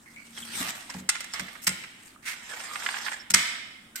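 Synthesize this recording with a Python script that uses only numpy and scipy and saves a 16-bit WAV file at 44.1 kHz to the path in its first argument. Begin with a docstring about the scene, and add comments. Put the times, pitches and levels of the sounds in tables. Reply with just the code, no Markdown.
"""Aluminium bar on a glass pane

A short aluminium bar is handled on a framed glass pane lying on a table in a large, quiet workshop.
A machine drones, metal clinks far off and a sleeve brushes past. The bar clacks onto the glass, making
the pane thud, then scuffs and slides along the edge, squeaking and catching on grit. It comes off
with a loud double clack that rings through the hall."""
import sys
import numpy as np
from scipy import signal
from scipy.fft import rfft, irfft, next_fast_len
from scipy.io import wavfile

SR = 44100
rng = np.random.default_rng(int(sys.argv[2]) if len(sys.argv) > 2 else 0)


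def dump(signal):
    """Clip the signal to [-1, 1] and save it as 16-bit WAV at the path in sys.argv[1]."""
    limited = np.clip(np.atleast_2d(signal).T, -1, 1)
    pcm = np.round(limited * 32767).astype(np.int16)
    wavfile.write(sys.argv[1], SR, pcm)


N = 176400
T = np.arange(N) / SR
SIDES = np.array([[1], [-1]])  # left, right

# tone colour of the bar chattering on glass: (frequency [Hz], level [dB])
CHATTER_COLOUR = [(400, -16), (720, -10), (1150, -2), (2100, 2.5), (4000, -5.5), (5300, 1), (6600, -1.5),
                  (8300, 0.5), (10700, -13.5), (13000, -11.5), (15800, -23.5)]
# which side the sound of the hall leans to: (frequency [Hz], left minus right [dB])
HALL_LEAN = [(400, 3.5), (1000, -7), (2200, -5.5), (4000, -1), (8000, 6.5), (13000, -13)]
# how alike both ears hear nearby noise: (frequency [Hz], likeness [0 to 1])
NEAR_EAR_LIKENESS = [(200, 1), (800, 0.39), (2000, 0.15)]
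# how alike both ears hear distant noise: (frequency [Hz], likeness [0 to 1])
FAR_EAR_LIKENESS = [(100, .97), (300, 0.92), (800, 0)]


def from_db(db):
    """Turns decibels into a factor to multiply a sound by."""
    return 10 ** (np.asarray(db) / 20)


def rms_one(x):
    """Scales a sound to an average power of one."""
    return x / np.sqrt(np.mean(x ** 2) + 1e-20)


def at_hz(points, hz):
    """Reads a table of (frequency, value) between its rows."""
    frequencies, values = np.transpose(points)
    return np.interp(np.log(hz + 1), np.log(frequencies), values)


def level(curve):
    """Strength that follows a table of (time, level), silent outside it."""
    s, db = np.transpose(curve)
    return from_db(np.interp(T, s, db)) * (T >= s[0]) * (T <= s[-1])


def fade(t, t60_s):
    """Full strength until t = 0, then a drop of 60 dB every t60_s seconds."""
    return from_db(-60 * np.maximum(t, 0) / t60_s)


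def wander(changes_per_s):
    """A random line that takes a new value so many times a second."""
    return np.interp(T * changes_per_s, np.arange(4000), rng.standard_normal(4000))


def bell(hz, centre_hz, width_hz):
    """How strongly a resonance answers each frequency: most at its centre."""
    return 1 / np.sqrt(1 + (2 * (hz - centre_hz) / width_hz) ** 2)


def add(out, s, x):
    """Mixes x into out, starting at s seconds."""
    start = int(s * SR)
    out[:, start:start + x.shape[1]] += x[:, :N - start]


def shape(x, db_at):
    """Turns each frequency up or down by db_at(Hz), with no ringing ahead of a hit (minimum phase)."""
    n = 2 * next_fast_len(x.shape[-1] * 3 // 5)
    gains = from_db(db_at(np.fft.rfftfreq(n, 1 / SR)))
    cepstrum = irfft(np.log(gains), n)
    # keeping only the first half makes the filter respond after the sound, never before
    response = np.exp(rfft(2 * cepstrum[..., :n // 2], n) - cepstrum[..., :1])
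    return irfft(rfft(x, n) * response, n)[..., :x.shape[-1]]


def colour(x, spectrum, extra_db=lambda hz: 0):
    """Gives white noise a tone colour and keeps its power."""
    return shape(x, lambda hz: 20 * np.log10(rms_one(from_db(at_hz(spectrum, hz) + extra_db(hz)))))


def place(x, lean):
    """Leans each frequency to the left or right."""
    return shape(x, lambda hz: at_hz(lean, hz) * SIDES / 2)


def noise(likeness, size=N):
    """White stereo noise whose two sides are most alike in the bass."""
    common, opposite = rfft(rng.standard_normal((2, size)))
    alike = np.clip(at_hz(likeness, np.fft.rfftfreq(size, 1 / SR)), -.99, .99)
    return irfft(np.sqrt(1 + alike) * common + np.sqrt(1 - alike) * opposite * SIDES, size)


def narrow_noise(centre_hz, width_hz):
    """Steady, distant noise gathered around one pitch."""
    resonance = bell(np.fft.rfftfreq(N, 1 / SR), centre_hz, width_hz) ** 2
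    return rms_one(irfft(rfft(noise(FAR_EAR_LIKENESS)) * resonance, N))


def friction(grain_db, grains_per_s):
    """Noise whose strength jumps from one tiny slip to the next."""
    slip_number = np.cumsum(rng.random(N) < grains_per_s / SR)
    hiss = noise(NEAR_EAR_LIKENESS)
    strengths = from_db(grain_db * rng.standard_normal(N + 1))
    return rms_one(hiss * strengths[slip_number])


def patchy(x, depth_db, changes_per_s):
    """Each band of frequencies swells and fades on its own as the contact shifts."""
    hz, spectrum = np.fft.rfftfreq(N, 1 / SR), rfft(x)
    edges = [0, *np.geomspace(500, 16000, 16), SR]
    bands = (irfft(spectrum * (hz >= lo) * (hz < hi), N) for lo, hi in zip(edges, edges[1:]))
    return rms_one(sum(band * from_db(depth_db * wander(changes_per_s)) for band in bands))


def burst(rise_s, hold_s, t60_s, touches_per_s=2200, uneven_db=4.5):
    """Many tiny, uneven touches make a noise that rises fast and fades after hold_s."""
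    t = T[:SR // 2]
    touch_number = np.cumsum(rng.random(len(t)) < touches_per_s / SR)
    strengths = from_db(uneven_db * np.clip(rng.standard_normal(len(t) + 1), -2, 2))
    chatter = noise(NEAR_EAR_LIKENESS, size=len(t)) * rms_one(strengths[touch_number])
    return chatter * np.minimum(t / rise_s, 1) * fade(t - hold_s, t60_s)


def ping(hz, t60_s):
    """One fading tone that swells over its first cycle, the same at both ears."""
    t = T[:SR // 2]
    tone = np.sin(2 * np.pi * hz * t) * np.minimum(t * hz, 1) * fade(t, t60_s)
    return np.tile(tone, (2, 1))


def ring(tones, t60_s, phase_spread, detune_share=0, rise_s=0.004):
    """A struck object rings with its natural tones, a little differently on each blow and at each ear."""
    t = T[:SR // 2]
    out = 0
    for hz, db in tones:
        strength = from_db(db + rng.normal())
        tuned_hz = hz * (1 + detune_share * rng.normal())
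        ear_phases = phase_spread * rng.normal(size=(2, 1))
        out = out + strength * np.sin(2 * np.pi * tuned_hz * t + ear_phases)
    return out * np.minimum(t / rise_s, 1) * fade(t, t60_s)


def background():
    """The soft rush of air, a droning machine and metal clinking far off."""
    # tone colour of the air: (frequency [Hz], level [dB])
    air_colour = [(25, -1), (100, 1), (260, 7.5), (450, -5.5), (1700, -1.5), (3000, -33), (6500, -13.5),
                  (8400, -7), (10600, -15), (15500, -22)]
    # loudness of the machine: (time [s], level [dB])
    drone_levels = [(0, -62.5), (.45, -52), (.8, -68.5), (4, -69.5)]
    # distant clinks: (time [s], pitch [Hz], level [dB])
    clinks = [(.06, 2070, -48.5), (0.162, 2254, -42.5)]
    out = from_db(-60.5) * colour(noise(FAR_EAR_LIKENESS), air_colour)
    out += level(drone_levels) * narrow_noise(centre_hz=229.7, width_hz=5.1)
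    for s, hz, db in clinks:
        metal = place(narrow_noise(hz, width_hz=220), HALL_LEAN)
        out += from_db(db) * fade(T - s, t60_s=0.37) * (T >= s) * metal
    return out


def hall(x, build_s=0.0037):
    """The hall's echoes blur into a tail that builds up quickly and lasts longest near 250 Hz."""
    # how long the echo lasts: (frequency [Hz], time to fade by 60 dB [s])
    fade_times = [(100, 0.38), (250, 2.1), (1000, 0.75), (4000, 1.1), (5500, 0.61), (8000, 0.65),
                  (15000, 0.49)]
    # tone colour of the echo: (frequency [Hz], level [dB])
    echo_colour = [(350, -7.5), (700, -2), (1400, -3), (2100, 0.5), (2600, -2.5), (3100, -1), (4000, -2),
                   (5000, -8.5), (8000, -8), (14000, -7.5)]
    t, hz = T[:SR], np.fft.rfftfreq(SR, 1 / SR)
    spectrum = rfft(noise(FAR_EAR_LIKENESS, size=SR))
    edges = np.geomspace(40, 18000, 17)
    tail = 0
    for lo, hi in zip(edges, edges[1:]):
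        band = irfft(spectrum * (hz >= lo) * (hz < hi), SR)
        tail = tail + band * fade(t, at_hz(fade_times, np.sqrt(lo * hi)))
    tail = rms_one(tail * (1 - np.exp(-t / build_s))) / np.sqrt(SR)
    tail = shape(tail, lambda f: at_hz(echo_colour, f))
    return place(signal.fftconvolve(x, tail, axes=1)[:, :N], HALL_LEAN)


def sleeve():
    """Cloth brushes past with a fine-grained hiss whose colour keeps shifting."""
    # rise and fall of the brushing: (time [s], level [dB])
    brush_levels = [(0, -65.5), (.33, -59), (.39, -45.5), (.5, -48), (.59, -38), (.635, -40.5), (.695, -36),
                    (.73, -46.5), (.87, -54.5), (1.0, -51), (1.07, -102), (1.35, -52.5), (1.55, -59),
                    (1.95, -66), (2.07, -56.5), (2.16, -64.5)]
    # tone colour of the cloth: (frequency [Hz], level [dB])
    cloth_colour = [(30, -33), (80, -9), (250, -9), (440, -17.5), (1000, -9.5), (1700, -3.5), (6500, -8.5),
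                    (8200, -4.5), (10200, -14.5), (13000, -14.5), (15500, -33)]
    hiss = patchy(friction(grain_db=2.16, grains_per_s=500), depth_db=3.0, changes_per_s=25.7)
    return colour(hiss * level(brush_levels), cloth_colour)


def knocks():
    """Dull knocks on the frame and table each ring briefly at the pitch of the spot that is hit; two low, brief
    tones also open the rubbing along the edge."""
    # the knocks, then two low tones as the rubbing starts: (time [s], pitch [Hz], level [dB], time to fade by
    # 60 dB [s])
    blows = [(0.607, 265, -27.5, 0.072), (0.895, 980, -35, 0.034), (.947, 850, -29, 0.016),
             (2.161, 1235, -40, 0.023), (2.535, 485, -44, 0.1), (2.571, 750, -38.5, 0.034)]
    out = np.zeros((2, N))
    for s, hz, db, t60_s in blows:
        add(out, s, from_db(db) * ping(hz, t60_s))
    return out


def thuds():
    """The pane is pushed onto its supports: its low tones ring and the table bumps."""
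    # pushes on the pane: (time [s], level [dB])
    pushes = [(0.601, -42), (0.949, -38.5), (1.007, -46), (1.404, -41.5), (1.676, -36), (3.305, -43),
              (3.342, -37.5)]
    # low natural tones of the pane: (frequency [Hz], level [dB])
    pane_tones = [(88, -7.5), (152, -4.5), (188, 5.5), (238, -5.5), (290, -18)]
    # tone colour of the table's bump: (frequency [Hz], level [dB])
    bump_colour = [(25, -55), (70, -28.5), (170, 0.5), (300, -2.5), (600, -7.5), (1500, -29.5)]
    out = np.zeros((2, N))
    for s, db in pushes:
        bump = from_db(-11.5) * colour(burst(rise_s=0.004, hold_s=0.0043, t60_s=0.38), bump_colour)
        pane = ring(pane_tones, t60_s=0.24, phase_spread=0.074)
        add(out, s, from_db(db) * (pane + bump))
    return out


def rattles():
    """The bar rocks on the pane with a light chatter, each time around a different pitch."""
    # rocking movements: (time [s], centre pitch [Hz], level [dB])
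    rocks = [(1.15, 1900, -31.5), (1.482, 1690, -40.5), (1.553, 1150, -41.5), (1.836, 1850, -39)]
    out = np.zeros((2, N))
    for s, centre_hz, db in rocks:
        resonance_db = lambda hz: 20 * np.log10(bell(hz, centre_hz, width_hz=centre_hz))
        chatter = burst(rise_s=0.0014, hold_s=0.0073, t60_s=0.04)
        add(out, s, from_db(db) * colour(chatter, CHATTER_COLOUR, resonance_db))
    return out


def squeaks(waver_share=0.04, rough_db=4, wavers_per_s=500):
    """The bar sticks and slips, making short, scratchy notes unsteady in pitch and strength."""
    # the squeaks: (time of the middle [s], pitch [Hz], level [dB], length [s])
    notes = [(.382, 3220, -41, 0.017), (0.431, 3294, -34.5, 0.0091), (0.901, 5330, -27, 0.0018),
             (1.341, 5270, -33.5, 0.015), (1.367, 1860, -46, 0.032), (2.517, 1694, -40.5, 0.03),
             (2.725, 1200, -39.5, 0.053), (3.208, 5320, -43.5, 0.019), (3.963, 1477, -39.5, 0.014)]
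    out = 0
    for s, hz, db, length_s in notes:
        cycles = np.cumsum(hz * (1 + waver_share * wander(wavers_per_s))) / SR
        note = np.sin(2 * np.pi * cycles) * from_db(rough_db * wander(wavers_per_s))
        swell = np.exp(-2 * ((T - s) / length_s) ** 2)
        out = out + from_db(db) * swell * rms_one(note)
    return out


def slide():
    """The bar scuffs, then rubs along the edge, catching on grit and snapping free."""
    # rise and fall of the rubbing: (time [s], level [dB])
    rub_levels = [(2.33, -44), (2.42, -49.5), (2.52, -38), (2.62, -38), (2.85, -36), (3.0, -35.5),
                  (3.12, -36.5), (3.17, -44), (3.25, -62)]
    # tone colour of the rubbing: (frequency [Hz], level [dB])
    rub_colour = [(100, -27), (400, -8.5), (900, 0.5), (1700, 2.5), (2300, 0.5), (4000, -4), (8600, -2.5),
                  (10000, -16.5), (13000, -16), (16000, -39)]
    # narrow pitches that the rubbing sets ringing: (frequency [Hz], width [Hz], boost [dB])
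    resonances = [(3250, 61, 4), (5050, 160, 5.5), (7370, 120, 13), (8670, 130, 3)]
    # rise and fall of the opening scuff: (time [s], level [dB])
    scuff_levels = [(2.225, -51), (2.25, -46.5), (2.262, -32.5), (2.285, -27.5), (2.315, -34),
                    (2.345, -40.5), (2.4, -85)]
    # tone colour of the scuff: (frequency [Hz], level [dB])
    scuff_colour = [(240, -80), (400, -32), (1000, -15), (2250, 0.5), (2430, -5), (2670, -4.5),
                    (2920, -9.5), (9070, -14), (15500, -29)]
    # moments when the bar catches: (time [s], level [dB])
    catches = [(2.534, -38.5), (2.57, -45), (2.602, -40), (2.756, -29), (2.8, -45), (2.822, -35.5),
               (2.8623, -25), (2.8878, -28), (2.942, -27), (2.965, -35), (3.004, -39.5), (3.064, -31),
               (3.074, -34), (3.082, -30), (3.119, -34.5)]
    # tone colour of the grit: (frequency [Hz], level [dB])
    grit_colour = [(400, -41), (800, 2), (1300, 2), (1800, 6), (2600, 3), (3300, 0), (4500, -10),
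                   (8000, -24), (15000, -40)]
    boost_db = lambda hz: sum(db * bell(hz, centre, width) ** 2 for centre, width, db in resonances)
    rub = patchy(friction(grain_db=2.0, grains_per_s=210), depth_db=3.0, changes_per_s=35)
    out = colour(rub * level(rub_levels), rub_colour, boost_db)
    out += colour(friction(grain_db=2.5, grains_per_s=1500) * level(scuff_levels), scuff_colour)
    for s, db in catches:
        snap_hz = 1650 * 2 ** (rng.normal() / 10)
        snap = from_db(9) * ping(snap_hz, t60_s=0.016)
        grit = from_db(-1) * colour(burst(rise_s=0.0005, hold_s=0.003, t60_s=0.045), grit_colour)
        add(out, s, from_db(db) * (snap + grit))
    return out


def clacks(lift_s=3.341):
    """The bar chatters on the glass and rings briefly; returns the near sound and the hall's share."""
    # the bar meets the glass: (time [s], level [dB], chatter length [s], brightness [dB per octave],
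    # boost of the highest treble [dB], share sent into the hall [dB])
    contacts = [(0.374, -39, 0.0039, -2.5, -16, -23), (0.61, -33, 0.0018, -6.5, 6, 8.5),
                (0.895, -35, 0.0096, -2.5, -5, -4), (0.937, -40.5, 0.0057, -2, -8, -18),
                (1.089, -14.5, 0.0047, 2, -10, -6), (1.205, -30.5, 0.00088, -0.5, 0, -5),
                (1.242, -38, 0.00085, -1.5, 1, -15), (1.335, -32, 0.0018, -0.5, -8, -7),
                (1.341, -30.5, 0.0011, -3, 2, 5.5), (1.394, -27.5, 0.005, -1.5, 0, -28),
                (1.615, -40, 0.031, 7.5, 1, 2), (1.667, -13.5, 0.0069, 0.5, 3, -7.5),
                (1.692, -26, 0.00028, 3, -13, 1), (2.313, -39, 0.00036, 1.5, -6, 9.5),
                (3.3005, -21, 0.0074, 3.5, -4, -19), (3.337, -10, 0.007, 1.1, -4, -1),
                (3.9551, -32, 0.0052, 3.5, 6.5, 5.5)]
    # natural tones of the bar: (frequency [Hz], level [dB])
    bar_tones = [(1414, -11), (2079, -9), (2413, -16), (3022, -14), (3980, -9), (5022, -15), (5115, -13),
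                 (5510, -11), (5945, -13), (8090, -12), (8430, -16)]
    near, to_hall = np.zeros((2, 2, N))
    for s, db, chatter_s, bright_db, top_db, hall_db in contacts:
        hardness_db = lambda hz: (bright_db * np.log2(np.maximum(hz, 500) / 4000)
                                  + top_db * at_hz([(9500, 0), (12000, 1)], hz))
        touches = burst(rise_s=chatter_s, hold_s=chatter_s, t60_s=0.04)
        chatter = colour(touches, CHATTER_COLOUR, hardness_db)
        # each grip and contact shifts the bar's tones a little
        bar = ring(bar_tones, t60_s=0.08, phase_spread=3.57, detune_share=0.009)
        hit = from_db(db) * (from_db(-1.5) * chatter + from_db(-4) * bar)
        add(near, s, hit)
        add(to_hall, s, from_db(hall_db) * hit)
    # lifted clear of the pane, the bar rings on for longer
    add(near, lift_s, from_db(-50) * ring(bar_tones, t60_s=0.7, phase_spread=np.pi))
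    return near, to_hall


def scene():
    """Mixes the nearby bar, pane and sleeve with their echo and the background."""
    # which side the bar and pane lean to: (frequency [Hz], left minus right [dB])
    near_lean = [(250, -0.5), (1000, -3.5), (2000, -12), (3000, 1), (5100, -7.5), (6800, 0.5), (8500, 9),
                 (10500, 4), (13000, -19), (15500, 5)]
    # which side the sleeve leans to: (frequency [Hz], left minus right [dB])
    sleeve_lean = [(300, 2), (1000, -2.5), (2400, -6.5), (6000, 0), (9000, 9), (14000, -16.5)]
    hits, hits_to_hall = clacks()
    bumps = thuds() + knocks()
    rubbing = slide() + squeaks() + rattles()
    cloth = sleeve()
    near = place(hits + bumps + from_db(-2.5) * rubbing, near_lean)
    near += from_db(4.5) * place(cloth, sleeve_lean)
    to_hall = hits_to_hall + from_db(-11) * (bumps + rubbing) + from_db(-8) * cloth
    return near + hall(to_hall) + background()


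def record(dry):
    """Rounds off the highest peaks and cuts the very top of the treble."""
    treble_cut = signal.cheby2(14, 60, 16700, fs=SR, output="sos")  # 60 dB down from 16700 Hz up
    return signal.sosfilt(treble_cut, np.tanh(dry))


dry = scene()
out = record(dry)
dump(out)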